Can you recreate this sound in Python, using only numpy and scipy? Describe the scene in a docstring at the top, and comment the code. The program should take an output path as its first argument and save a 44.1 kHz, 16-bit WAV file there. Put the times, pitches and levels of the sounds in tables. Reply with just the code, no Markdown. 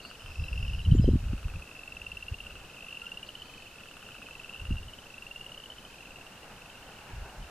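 """By a river, chorus frogs trill: each trill is a run of short ringing pulses that mostly slows and rises.
More frogs answer from further off, one clicks in a hollow voice, and small birds whistle faintly.
The river washes steadily with countless tiny splashes, and gusts of wind buffet the microphone.
Near the end a moose wades out through the shallows of the far bank, sloshing and stirring up bubbles."""
import sys
import numpy as np
from scipy import signal
from scipy.fft import rfft, irfft
from scipy.io import wavfile
from scipy.ndimage import uniform_filter1d

SR = 44100
rng = np.random.default_rng(int(sys.argv[2]) if len(sys.argv) > 2 else 0)


def transcribe(signal):
    """Save signal, clipped to [-1, 1], as a 16-bit WAV file at the path in sys.argv[1]."""
    frames = np.atleast_2d(signal).T
    limited = np.clip(frames, -1, 1)
    pcm = np.round(limited * 32767).astype(np.int16)
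    wavfile.write(sys.argv[1], SR, pcm)


N = 330750
TIME = np.arange(N) / SR
SIDE = np.array([[1], [-1]])  # adds a sound on the left and subtracts it on the right

# the near frogs' trills, which their neighbours join: start/s, end/s, pulses, gap growth per pulse,
# peak level/dB, place of the peak (0-1), first f/Hz, last f/Hz
TRILLS = [(0.004, 0.262, 6, 0.023, -39.5, 0.4, 2836, 3080),
          (0.282, 0.915, 14, 0.044, -32, 0.66, 2622, 3016),
          (0.564, 1.057, 10, 0.065, -35.5, 0.5, 2636, 3095),
          (1.124, 1.338, 6, 0.03, -47.5, 0.56, 2590, 2620),
          (1.394, 1.766, 7, 0.076, -38.0, 0.62, 2600, 2600),
          (1.676, 2.468, 17, 0.035, -31.5, 0.68, 2667, 2805),
          (2.46, 2.699, 6, 0.0022, -41, 0.59, 2876, 2900), (2.58, 2.7, 4, 0.03, -44, 1, 2644, 2600),
          (2.737, 3.421, 15, 0.052, -31, 0.74, 2640, 3004), (2.747, 3.045, 8, 0.032, -39, 0.45, 2730, 2970),
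          (3.458, 3.76, 8, 0.028, -40.5, 0.53, 2550, 2630), (3.785, 4.325, 11, 0.011, -43.5, 0, 2600, 3000),
          (4.073, 4.263, 6, 0.036, -41.5, 0.5, 2620, 2600),
          (4.228, 4.896, 14, 0.039, -35, 0.46, 2657, 2850),
          (4.456, 4.784, 7, 0.019, -36.5, 0.84, 2780, 2790.0),
          (4.885, 5.093, 5, 0.0, -37, 0.15, 2936, 3080), (5.068, 5.703, 14, 0.048, -33.5, 0.62, 2687, 3044),
          (5.352, 5.852, 10, 0.051, -38, 0.6, 2790, 3060), (5.828, 6.274, 11, 0.044, -44, 0.52, 2505, 2660),
          (5.959, 6.378, 9, 0.02, -41, 0.51, 2720.0, 2810), (6.541, 6.701, 5, 0.025, -43, 0.74, 2620, 2640),
          (6.721, 6.937, 5, 0.0085, -43.5, 0.6, 2810.0, 2760.0),
          (7.24, 7.358, 3, 0.035, -46, 0.47, 2930.0, 2970.0)]


def undb(db):
    """Turn decibels into a gain."""
    return 10 ** (np.asarray(db) / 20)


def unit(x):
    """Scale a signal to an average strength (rms) of 1."""
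    return x / np.sqrt(np.mean(x ** 2))


def curve(rows):
    """Gain over time from rows of t/s, level/dB; silent outside them."""
    s, db = np.transpose(rows)
    return undb(np.interp(TIME, s, db)) * (TIME >= s[0]) * (TIME <= s[-1])


def colour(x, points):
    """Shape the tone with rows of f/Hz, gain/dB."""
    hz, db = np.transpose(points)
    bins = np.maximum(np.arange(N // 2 + 1) * SR / N, 1)
    return irfft(rfft(x) * undb(np.interp(np.log(bins), np.log(hz), db)), N)


def lowpass(x, hz, order=2):
    """Keep what lies below hz."""
    return signal.sosfilt(signal.butter(order, min(hz, SR / 2 - 1), fs=SR, output="sos"), x)


def walk(rate):
    """Wander smoothly at random, about rate turns a second, with spread 1."""
    step = max(int(SR / rate), 1)
    stairs = np.repeat(rng.standard_normal(N // step + 1), step)
    return unit(uniform_filter1d(stairs, step)[:N])


def add(out, s, sound):
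    """Mix a sound in at s seconds."""
    i = int(s * SR)
    a, b = max(i, 0), min(i + len(sound), N)
    if b > a:
        out[a:b] += sound[a - i:b - i]


def ring(hz, rise_ms, sharp, phase):
    """One ringing pulse: it swells to 1 in rise_ms and dies away; more sharp makes it shorter."""
    t = TIME[:SR // 40]
    age = t * 1000 / rise_ms
    return (age * np.exp(1 - age)) ** sharp * np.sin(2 * np.pi * (hz * t + phase))


def trill(start, end, pulses, slowing, peak_db, crest, swell_db):
    """One call whose gaps grow and whose level arches. Gives rows of t/s, level/dB, progress (0-1)."""
    count = int(round(pulses))
    beats = np.append(0, np.cumsum((1 + slowing) ** np.arange(count - 1)))
    times = start + (end - start) * beats / beats[-1]
    progress = np.linspace(0, 1, count)
    return np.transpose([times, peak_db - swell_db * (progress - crest) ** 2, progress])


def meadow(x, echo_s, echo_db):
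    """Add echoes from grass, bank and trees, different in each ear; they fade 60 dB in echo_s."""
    t = TIME[:SR // 2]
    tails = rng.standard_normal((2, len(t))) * np.exp(-np.log(1000) * t / echo_s) * (t > .003)
    mid, side = (signal.fftconvolve(x, tail / np.linalg.norm(tail))[:N] for tail in tails)
    return x + undb(echo_db) * (mid + .5 * side * SIDE)


def water(spectrum, flicker_db, flicker_rate):
    """A wash of countless small splashes: the low gurgle flickers, the hiss stays smooth."""
    # how wide the water sounds: f/Hz, side level against the middle/dB
    width = [(60, -42), (250, -56), (700, -18), (1400, -7), (3000, -2), (5500, 0.5), (8000, -2.5),
             (9500, -12), (13000, 1)]

    def wash():
        noise = rng.standard_normal(N)
        flicker = undb(flicker_db * walk(flicker_rate)) - 1
        return colour(noise + flicker * lowpass(noise, 2360), spectrum)
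    return unit(wash()) + colour(unit(wash()), width) * SIDE


def river(level_db=-52):
    """Flowing water makes a steady wash."""
    # the river's tone: f/Hz, relative level/dB
    spectrum = [(25, 5.5), (70, 2), (200, 0.5), (330, -4), (520, -2), (1000, -7), (1450, -6), (2000, -11.5),
                (3500, -13.5), (5000, -16.5), (7500, -19), (10000, -21.5), (15000, -28.5)]
    return undb(level_db) * water(spectrum, flicker_db=1.0, flicker_rate=30)


def chorus(count=600, centre_hz=2800, spread_hz=520, gain_db=-6.0):
    """The most distant frogs merge into one rattle that swells and ebbs."""
    # the rattle's swells: t/s, level before gain_db/dB
    swells = [(0.0, -53), (0.67, -48.5), (1.04, -52.5), (1.79, -53), (2.61, -48), (2.96, -44), (3.2, -54.5),
              (4.63, -46), (4.78, -57), (7.5, -50)]
    out = np.zeros(N)
    for when, pitch, size, phase in rng.random((count, 4)):
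        pulse = ring(centre_hz + spread_hz * (pitch - .5), rise_ms=3.0, sharp=3.4, phase=phase)
        add(out, when * TIME[-1], undb(10 * size) * pulse)
    return undb(gain_db) * curve(swells) * unit(meadow(out, echo_s=1.0, echo_db=-4.0))


def far_frogs(lead_s=.12, trail_s=.08, gap_s=0.051, slowing=.035, below_hz=90, above_hz=50, gain_db=-11):
    """Neighbours further off join every trill, a little out of step and tune, blurred by the meadow."""
    out = np.zeros(N)
    for call, (early, late, tune) in zip(TRILLS, rng.random((len(TRILLS), 3))):
        start, end, _, _, peak_db, crest, first_hz, last_hz = call
        start, end = start - 2 * lead_s * early, end + 2 * trail_s * late
        low_hz, high_hz = first_hz - 2 * below_hz * tune, last_hz + above_hz
        pulses = 2 + (end - start) / gap_s
        for s, db, progress in trill(start, end, pulses, slowing, peak_db + gain_db, crest, swell_db=14):
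            hz = low_hz + (high_hz - low_hz) * progress ** 1.33
            add(out, s, undb(db) * ring(hz, rise_ms=1.45, sharp=1.86, phase=rng.random()))
    return meadow(out, echo_s=0.19, echo_db=-6.5)


def near_frogs(rise_ms=2.3, sharp=1.25, scatter_db=.5, pitch_scatter=0.0049, rise_scatter=.08):
    """Each pulse rings the frog's throat sac, whose pitch climbs ever faster through most trills."""
    # steady tones that ring faintly with every pulse: f/Hz, level against the main tone/dB
    faint_tones = [(1450, -24), (3110, -27), (5180, -33), (10340, -27), (10700, -30.5)]
    out = np.zeros(N)
    for *call, first_hz, last_hz in TRILLS:
        for s, db, progress in trill(*call, swell_db=24):
            phase, size, tune, stretch = rng.standard_normal(4)
            hz = first_hz + (last_hz - first_hz) * progress ** 1.81
            rise = rise_ms * np.exp(rise_scatter * stretch)
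            sac = ring(hz * (1 + pitch_scatter * tune), rise, sharp, phase)
            faint = sum(undb(level) * ring(f, rise, sharp, -phase) for f, level in faint_tones)
            add(out, s - rise / 1000, undb(db + scatter_db * size) * (sac + faint))
    return meadow(out, echo_s=0.05, echo_db=-12.5)


def birds():
    """Small birds send thin, wavering whistles from the trees."""
    # whistles: t/s, length/s, start f/Hz, end f/Hz, level/dB, wobble as a share of the pitch
    notes = [(0.006, 0.11, 4420, 4480, -52.5, 0.056), (0.051, 0.93, 5130, 5190, -62, 0.051),
             (0.427, 0.035, 3950, 3960, -58, .005), (0.817, 0.036, 3890, 4020, -57, .005),
             (0.907, 0.036, 3930, 3910, -61, 0.004), (0.938, 0.05, 7100, 7350, -56, 0.01),
             (1.011, 0.052, 5100, 4970, -52, 0.004), (1.007, 0.061, 4000, 4040, -63, 0.0045),
             (1.109, .03, 4050, 3980, -60, 0.0033), (3.012, 0.041, 1390, 1400, -50, .01),
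             (3.06, 0.049, 1580, 1550, -61, .015), (3.226, 0.023, 2410, 2430, -53, 0.0082),
             (3.26, .025, 4700, 4370, -53.5, 0.094), (3.247, 0.53, 3070, 3010, -55.5, 0.014),
             (3.276, 0.44, 4447, 4300, -64.5, 0.05)]
    out, waver = np.zeros(N), walk(700)
    for s, length, start_hz, end_hz, db, wobble in notes:
        n = int(length * SR)
        hz = np.linspace(start_hz, end_hz, n) * (1 + wobble * np.roll(waver, int(s * SR))[:n])
        whistle = np.sin(2 * np.pi * np.cumsum(hz) / SR)
        add(out, s, undb(db) * signal.windows.tukey(n, .6) * whistle)
    return meadow(out, echo_s=0.24, echo_db=-3.5)


def clicking_frog(gain_db=2.5):
    """Clicks ring a few tones that die fast; one, an octave below the other frogs, sounds hollow."""
    # trills: start/s, end/s, pulses, gap growth per pulse, relative peak level/dB, peak's place (0-1)
    calls = [(0.051, 0.113, 2, 0.04, -47.5, 0.52), (0.221, 0.35, 4, 0.055, -53, 0.2),
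             (1.241, 1.597, 8, 0.048, -52, 0.55), (2.462, 2.697, 6, 0.0041, -53.5, 0.01),
             (3.755, 4.287, 10, 0.039, -51, 0.82), (4.368, 4.756, 9, 0.019, -53.5, 0.64)]
    # ringing tones of the hollow voice: f/Hz, relative level/dB, rise/ms
    tones = [(1344, 3, 0.95), (1498, 1, 1), (2780, 7, 0.73), (8800, -10, 0.66)]
    out = np.zeros(N)
    for call in calls:
        for s, db, _ in trill(*call, swell_db=10):
            phase, tune = rng.random(2)
            detune = 1 + 0.047 * (tune - .5)
            click = sum(undb(level) * ring(hz * detune, ms, 0.37, phase) for hz, level, ms in tones)
            add(out, s - .0008, undb(db + gain_db) * click)
    return meadow(out, echo_s=0.055, echo_db=-6)


def gusts(rise_db_per_s=620, fall_db_per_s=258):
    """Wind strength over time: each gust rises quickly, holds and falls away."""
    # gusts: t at full strength/s, hold/s, level/dB
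    puffs = [(0.244, 0.072, -43.5), (0.395, 0.022, -29), (0.514, 0.28, -31.5), (0.87, 0.28, -21),
             (1.235, 0.11, -30), (1.453, 0.014, -29.8), (1.553, 0.006, -32), (1.903, 0.51, -52.5),
             (2.439, 0.18, -51), (4.615, 0.026, -39), (4.706, 0.021, -26), (4.747, 0.13, -44),
             (7.136, 0.093, -38.5), (7.395, 0.02, -38)]
    power = 0
    for s, hold, db in puffs:
        before, after = np.maximum(s - TIME, 0), np.maximum(TIME - s - hold, 0)
        power = power + undb(db - rise_db_per_s * before - fall_db_per_s * after) ** 2
    return np.sqrt(power)


def wind(soft_hz=85, hard_hz=160, low_hz=28, hard_share=0.79, gain_db=-0.56):
    """Air swirls at the microphone: stronger gusts carry smaller, faster swirls."""
    strength = gusts()
    flow = rng.standard_normal(N)
    flow = flow - lowpass(flow, low_hz, order=1)
    soft = unit(lowpass(flow, soft_hz, order=4))
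    hard = unit(lowpass(rng.standard_normal(N), hard_hz, order=4))
    rumble = soft + hard_share * (strength / strength.max()) ** 0.96 * hard
    # even out the rumble so that the gusts alone set its strength
    rumble = rumble / np.sqrt(uniform_filter1d(rumble ** 2, SR // 20))
    buffeting = undb(gain_db) * strength * rumble + wind_slaps()
    # the smallest swirls hit the left side harder
    small_swirls = colour(buffeting, [(100, -46), (320, -1)])
    return buffeting + 0.14 * small_swirls * SIDE


def wind_slaps(gain_db=-2):
    """Single swirls slap the microphone: each is a dip in air pressure between two small bumps."""
    # passing swirls: t/s, peak level before gain_db/dB, width/ms
    swirls = [(0.923, -4.5, 2.16), (0.952, -14, 0.99), (.998, -8, 1.56), (1.044, -21, 0.61),
              (1.081, -11.5, 0.97), (1.089, -9.5, 0.82), (1.136, -13.5, 1.25), (1.158, -12, 1.27),
              (1.335, -20, 1.28), (2.324, -22, 3.16), (4.710, -21, 1.22)]
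    out = np.zeros(N)
    t = TIME[:SR // 20] - TIME[SR // 40]
    for s, db, width_ms in swirls:
        offset = t * 1000 / width_ms
        add(out, s + t[0], undb(db + gain_db) * (offset ** 2 - 1) * np.exp(-offset ** 2 / 2))
    return out


def wading_moose(count=700, bubble_db=-12):
    """Legs churn the shallows: uneven sloshing with a crowd of short bubbles that rise in pitch."""
    # surges of the wading: t/s, level/dB
    surges = [(5.8, -65), (6.22, -58.5), (6.38, -56.5), (6.48, -52.5), (6.65, -58), (7.0, -53), (7.13, -49),
              (7.35, -55.5), (7.5, -53.5)]
    # tone of the splashing: f/Hz, relative level/dB
    spectrum = [(200, -3.5), (500, -7), (850, 3), (1200, -9.5), (1480, -0.5), (2000, -12.5), (2350, -7),
                (3500, -26), (8000, -42)]
    bubbles = np.zeros(N)
    t, start = TIME[:SR // 20], surges[0][0]
    for when, pitch, size in rng.random((count, 3)):
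        cycles = 700 * 2 ** (1.5 * pitch) * t  # from 700 Hz to 1.5 octaves higher
        envelope = np.exp(-cycles / 6) * (1 - np.exp(-cycles))
        bubble = envelope * np.sin(2 * np.pi * cycles * (1 + 2 * t))
        add(bubbles, start + when * (TIME[-1] - start), undb(bubble_db + 10 * size ** 3) * bubble)
    return (water(spectrum, flicker_db=3.5, flicker_rate=25) + bubbles) * curve(surges)


def scene():
    """Mix the frogs, river, birds, moose and wind in stereo."""
    # tone of the frogs' voices, two humps with a dip between: f/Hz, gain/dB
    voice = [(2300, -2.5), (2560, -1), (2660, 0.5), (2770, 2), (2930, -5), (3030, 1.5), (3250, 0)]
    left, right = colour(near_frogs() + far_frogs() + chorus(), voice) + clicking_frog()
    # the frogs sit a little to the left, so the right side hears them one sample later
    frogs = np.array([left, np.append(0, right[:-1])])
    return frogs + river() + birds() + wading_moose() + wind()


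def record(dry, top_hz=15200):
    """Cut away the highest treble."""
    return signal.sosfilt(signal.ellip(10, .2, 70, top_hz, fs=SR, output="sos"), dry)


dry = scene()
out = record(dry)
transcribe(out)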